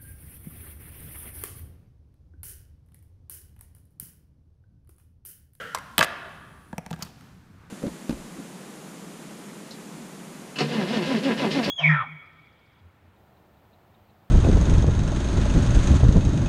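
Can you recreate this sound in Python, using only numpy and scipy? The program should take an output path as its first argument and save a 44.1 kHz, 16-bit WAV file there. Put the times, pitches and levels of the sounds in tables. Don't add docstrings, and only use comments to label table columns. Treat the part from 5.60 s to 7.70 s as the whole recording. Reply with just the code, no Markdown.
import sys
import numpy as np
from scipy import signal
from scipy.fft import rfft, irfft, next_fast_len
from scipy.io import wavfile

SR = 44100
rng = np.random.default_rng(int(sys.argv[2]) if len(sys.argv) > 2 else 0)


def digitize_waveform(pressure):
    field = np.atleast_2d(pressure).T
    bounded = np.clip(field, -1, 1)
    quanta = np.round(bounded * 32767).astype(np.int16)
    wavfile.write(sys.argv[1], SR, quanta)


N = 92610
T = np.arange(N) / SR
CUTOFF_HZ = 16381


# start in seconds, levels in dB of the air thump, wall, rim,
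# crack and tick, contact length in seconds.
TUBE_BLOWS = [(0.3807, 20.5, 14, 20, 7.5, 11, 0.00097), (0.3847, 22.5, -3, -20, -6, -5, 0.0051),
              (0.3908, 21, 21, 17.5, 14, 0.5, 0.0014), (0.4035, 15, 14.5, 4.5, 0, -14, .004),
              (.4093, 6, 4, 18.5, 13.5, -26, 0.00069), (.4112, 20, 15.5, 24.5, 4, -19, 0.0019),
              (.4200, 14.5, -9, 12, 1, -23, 0.0023), (0.4271, -8, 16.5, 22, 14, -8, 0.0021),
              (0.4328, 0, -7, 5, 11, -5, 0.005), (0.4446, 8, 5, 11.5, -4, -6, 0.0023),
              (1.1292, 17, 3, -9.5, -17, -41, 0.00071), (1.145, -13, -27, -33, -52, -51, .001),
              (1.1809, 18.5, 6, -2, -11, -12.5, 0.00074), (1.2630, 7, -4.5, -12.5, -8, -23, 0.00069),
              (1.3, -1, -32, -36, -31, -34, 0.00079), (1.306, -13, -8, -13, -9, -26.5, 0.0031),
              (1.311, 17.5, 5.5, -19, -16, -19.5, 0.0011), (1.3293, 17, -17, -4, -4.5, -44, 0.00075),
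              (1.336, 15, -2.5, -21, -15, -39, 0.00082), (1.3387, -12, -15, -7.5, -18, -34, 0.0014),
              (1.3443, -18, -17, -20, -29, -30, 0.0013), (1.362, -5, -26, -15, -21, -33, 0.0011),
              (1.391, 5, -6, -22, -34, -26, 0.0015), (1.425, 11.5, -27, -26, -9, -9.5, 0.0029),
              (1.449, 5, -17, -22, -26, -22, .002), (1.6095, -7.5, -32, -22.5, -20.5, -34, 0.0015)]
# pitch in Hz, level in dB, ring time to -60 dB in seconds.
TUBE_MODES = [(75, -3.5, 0.12), (165.4, 0.5, .06), (225.7, -6.5, 0.039), (371, -3, 0.02),
              (499, -2.5, 0.031), (602.6, 0, 0.016), (740, 2, 0.016), (927, 0, 0.018), (1170, 1.5, 0.034),
              (1402, 2, .016), (1714, 1.5, .016), (2001, -3.5, 0.014), (2580, -6.5, .012),
              (3177, -8, 0.036)]
# frequency in Hz, gain in dB.
CRACK_EQ = [(600, -28), (1500, -7), (2400, -3.5), (3100, -3), (4000, -6.5), (5500, -9.5), (8000, -16),
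            (15000, -31.5)]
TICK_EQ = [(2000, -15), (4500, -9), (6500, -13), (8000, 0.5), (10500, -2), (13000, -4.5), (14800, -5),
           (15800, -18)]

def cardboard_tube():
    starts, thump, wall, rim, crack, tick, lengths = np.transpose(TUBE_BLOWS)
    wall_from_hz, rim_from_hz = 350, 1060
    body = struck(starts, TUBE_MODES,
                  lambda hz: thump if hz < wall_from_hz else wall if hz < rim_from_hz else rim)
    fibres = coloured(bursts(starts, crack, lengths), CRACK_EQ)
    steel = coloured(bursts(starts, tick, lengths), TICK_EQ)
    return body + fibres + steel


# start in seconds, twang level in dB, ping level in dB.
STAPLE_SLIPS = [(.1478, 22.5, 5), (0.1619, 7.5, -12.5), (0.1738, 11.5, -15.5), (0.1849, -2, -15),
                (0.186, -1, -17.5)]
# pitch in Hz, level in dB, ring time in seconds.
TWANG_MODES = [(453, -10.5, 0.021), (633, -13.5, .012), (1042, 2.5, 0.025), (1380, -11.5, 0.011),
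               (2100, -11.5, 0.03)]
PING_MODES = [(3500, -6, 0.0079), (4250, -3, .005), (5696, 0, 0.03), (7680, 2.5, 0.015),
              (10870, 3.5, 0.015), (12450, -4.5, 0.02)]
# frequency in Hz, gain in dB.
GRIT_EQ = [(300, -9.5), (1500, 8), (3000, -0.5), (6000, -2.5), (15000, -17)]

def staple():
    starts, twang_db, ping_db = np.transpose(STAPLE_SLIPS)
    grit = coloured(bursts(starts, ping_db - 6, length_s=0.0036), GRIT_EQ)
    twang = struck(starts, TWANG_MODES, lambda hz: twang_db)
    ping = struck(starts, PING_MODES, lambda hz: ping_db)
    return twang + ping + grit


# start in seconds, level in dB.
BLADE_SPRINGS = [(0.3808, 23.5), (0.3925, 12.5)]
HANDLE_TAPS = [(1.1815, 3), (1.2630, -9)]
# pitch in Hz, level in dB, ring time in seconds.
SHAFT_MODES = [(2950, 1, 0.01), (3433, -6, 0.0025)]
HANDLE_MODES = [(1390, -1.5, 0.0085), (2380, 0.5, 0.0078), (5940, -4.5, 0.0043)]

def screwdriver():
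    spring_starts, spring_db = np.transpose(BLADE_SPRINGS)
    tap_starts, tap_db = np.transpose(HANDLE_TAPS)
    shaft = struck(spring_starts, SHAFT_MODES, lambda hz: spring_db)
    handle = struck(tap_starts, HANDLE_MODES, lambda hz: tap_db)
    return shaft + handle


# start in seconds, level in dB.
TOOL_CLINKS = [(1.4239, -1.5), (1.4239, -16.5), (1.4286, -7), (1.4316, -14)]
# frequency in Hz, gain in dB.
CLINK_EQ = [(300, -26), (1100, -4), (2000, -20), (3900, -9), (4500, 3.5), (5600, 1), (6700, -1),
            (7600, -14), (11000, -22), (13200, -13), (15500, -13.5)]

def metal_tools():
    starts, levels_db = np.transpose(TOOL_CLINKS)
    return coloured(bursts(starts, levels_db, length_s=0.0018), CLINK_EQ)


# pitch in Hz, width in Hz, opening gain in dB, fade in dB per second.
CREAK_BANDS = [(490, 87, -21.5, 105), (1378, 63, -18, 46.5), (1510, 260, -21.5, 56.5),
               (1850, 200, -28.5, 68), (2930, 200, -30, 76), (3150, 180, -32.5, 76)]

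def creak_tail():
    tail = np.zeros(N)
    for hz, width, db, fall in CREAK_BANDS:
        band = resonance(rng.standard_normal(N), hz, 2 * width)
        tail += from_db(db - fall * T) * resonance(band, hz, 2 * width)
    return tail


# frequency in Hz, gain in dB.
SCATTER_EQ = [(100, -15), (300, -7.5), (600, 2), (3000, -6), (6000, -11.5), (15000, -11)]
# frequency in Hz, level in dB, decay time to -60 dB in seconds.
ROOM_DECAY = [(100, -25.5, 0.58), (230, -21, 0.77), (366, -7.5, 1.7), (610, -9, 1.1), (850, -10.5, 1.67),
              (1400, -11, 1.45), (2136, -11, 1.18), (3200, -17, 1.42), (4860, -16, 0.61), (6560, -26, .5),
              (9000, -24.5, .42), (15000, -33.5, .33)]

def workshop_reverb(x):
    scatter_db, scatter_t60_s, predelay_s, build_s = -5, 0.04, 0.002, 0.022
    scatter = rng.standard_normal(N) * from_db(-60 * T / scatter_t60_s) * (T > predelay_s)
    response = from_db(scatter_db) * coloured(scatter / np.linalg.norm(scatter), SCATTER_EQ)
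    edges_hz = np.geomspace(60, 17000, 17)
    white = rng.standard_normal((2, N))
    for k, (low, high) in enumerate(zip(edges_hz, edges_hz[1:])):
        hz = np.sqrt(low * high)
        fade = from_db(-60 * T / at_hz(ROOM_DECAY, hz, column=2)) * (1 - np.exp(-T / build_s))
        band = signal.sosfilt(signal.butter(2, [low, high], "band", fs=SR, output="sos"), white[k % 2])
        response += from_db(at_hz(ROOM_DECAY, hz)) * band * fade / np.linalg.norm(fade)
    return signal.fftconvolve(x, response)[:N]


# time in seconds, level in dB.
RUSTLE_FADER = [(0, -45.5), (.14, -52), (.3, -54.5), (.7, -57.5), (1.1, -74.5), (1.36, -60), (1.41, -51.5),
                (1.46, -48.5), (1.53, -58.5), (1.65, -57), (1.85, -68), (2.1, -77)]
# peak time in seconds, spread in seconds, level in dB.
SLIDE_SWELLS = [(1.422, 0.012, -31), (1.468, 0.0082, -39.5), (1.679, 0.046, -50.5), (2.056, 0.072, -48)]
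# frequency in Hz, gain in dB.
RUSTLE_EQ = [(200, 0), (700, 3), (1500, -4.5), (3000, 2), (6000, -3.5), (10000, -8.5), (15000, -11.5)]
SLIDE_EQ = [(200, -10), (500, -5), (900, 0.5), (1300, 2), (2000, -6), (3200, -14), (8000, -29),
            (15000, -34)]

def handling():
    swells = sum(from_db(db) * np.exp(-.5 * ((T - peak) / spread) ** 2)
                 for peak, spread, db in SLIDE_SWELLS)
    return fader(RUSTLE_FADER) * noise(RUSTLE_EQ) + swells * noise(SLIDE_EQ)


# frequency in Hz, gain in dB.
VENTILATION_EQ = [(25, -45.5), (45, -38), (75, -30), (110, -33), (170, -30.5), (250, -36.5), (400, -49),
                  (700, -55.5), (1500, -51.5), (3000, -64), (6000, -68), (15000, -76)]

def ventilation():
    return noise(VENTILATION_EQ)


# time in seconds, level in dB.
HISS_FADER = [(0, -65), (.6, -63), (1.1, -61.5), (1.4, -75), (2.1, -92)]
# frequency in Hz, gain in dB.
HISS_EQ = [(4000, -23.5), (8000, -6.5), (10200, 3.5), (12000, -10.5), (15000, -8.5)]

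def high_hiss():
    return fader(HISS_FADER) * noise(HISS_EQ)


def struck(starts, modes, force_db):
    scatter_db = 3
    reach = 1.6
    ring = np.zeros(N)
    for k, (hz, db, t60) in enumerate(modes):
        strengths_db = db + force_db(hz) + scatter_db * rng.standard_normal(len(starts))
        clicks = np.zeros(N)
        clicks[(starts * SR).astype(int)] = from_db(strengths_db)
        soften = signal.butter(2, min(reach * hz, CUTOFF_HZ), fs=SR, output="sos")
        push = signal.sosfilt(soften, clicks + 1e-18)
        ring += (-1) ** k * resonance(push, hz, width_hz=np.log(1000) / np.pi / t60)
    return ring


def bursts(starts, levels_db, length_s):
    spray, grit = np.zeros(N), rng.standard_normal(N)
    for start, db, length in zip(starts, levels_db, np.broadcast_to(length_s, len(starts))):
        first = int(start * SR)
        burst = grit[first:] * np.exp(-np.minimum(T[:N - first] / length / 2, 10) ** 2)
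        spray[first:] += from_db(db) * burst / np.linalg.norm(burst)
    return spray


def resonance(x, hz, width_hz):
    radius = np.exp(-np.pi * width_hz / SR)
    feedforward = np.array([1, 0, -1]) * (1 - radius ** 2) / 2
    feedback = [1, -2 * radius * np.cos(2 * np.pi * hz / SR), radius ** 2]
    return signal.lfilter(feedforward, feedback, x + 1e-18)


def coloured(x, eq):
    size = 2 * next_fast_len(N)
    gain = from_db(at_hz(eq, np.fft.rfftfreq(size, 1 / SR)))
    cepstrum = irfft(np.log(gain))
    cepstrum[1:size // 2] *= 2
    cepstrum[size // 2 + 1:] = 0
    return irfft(rfft(x, size) * np.exp(rfft(cepstrum)))[:N]


def noise(eq):
    return coloured(rng.standard_normal(N), eq)


def fader(points):
    return from_db(np.interp(T, *np.transpose(points)))


def at_hz(points, hz, column=1):
    table = np.array(points)
    return np.interp(np.log(np.maximum(hz, 1)), np.log(table[:, 0]), table[:, column])


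def from_db(db):
    return 10 ** (np.asarray(db) / 20)


def scene():
    close = cardboard_tube() + staple() + screwdriver() + metal_tools()
    mix = close + workshop_reverb(close) + creak_tail() + handling() + ventilation() + high_hiss()
    return mix[None]


def record(dry):
    lowpass = signal.cheby2(14, 70, CUTOFF_HZ, fs=SR, output="sos")
    return signal.sosfilt(lowpass, np.clip(dry, -1, 1))


dry = scene()
out = record(dry)
digitize_waveform(out)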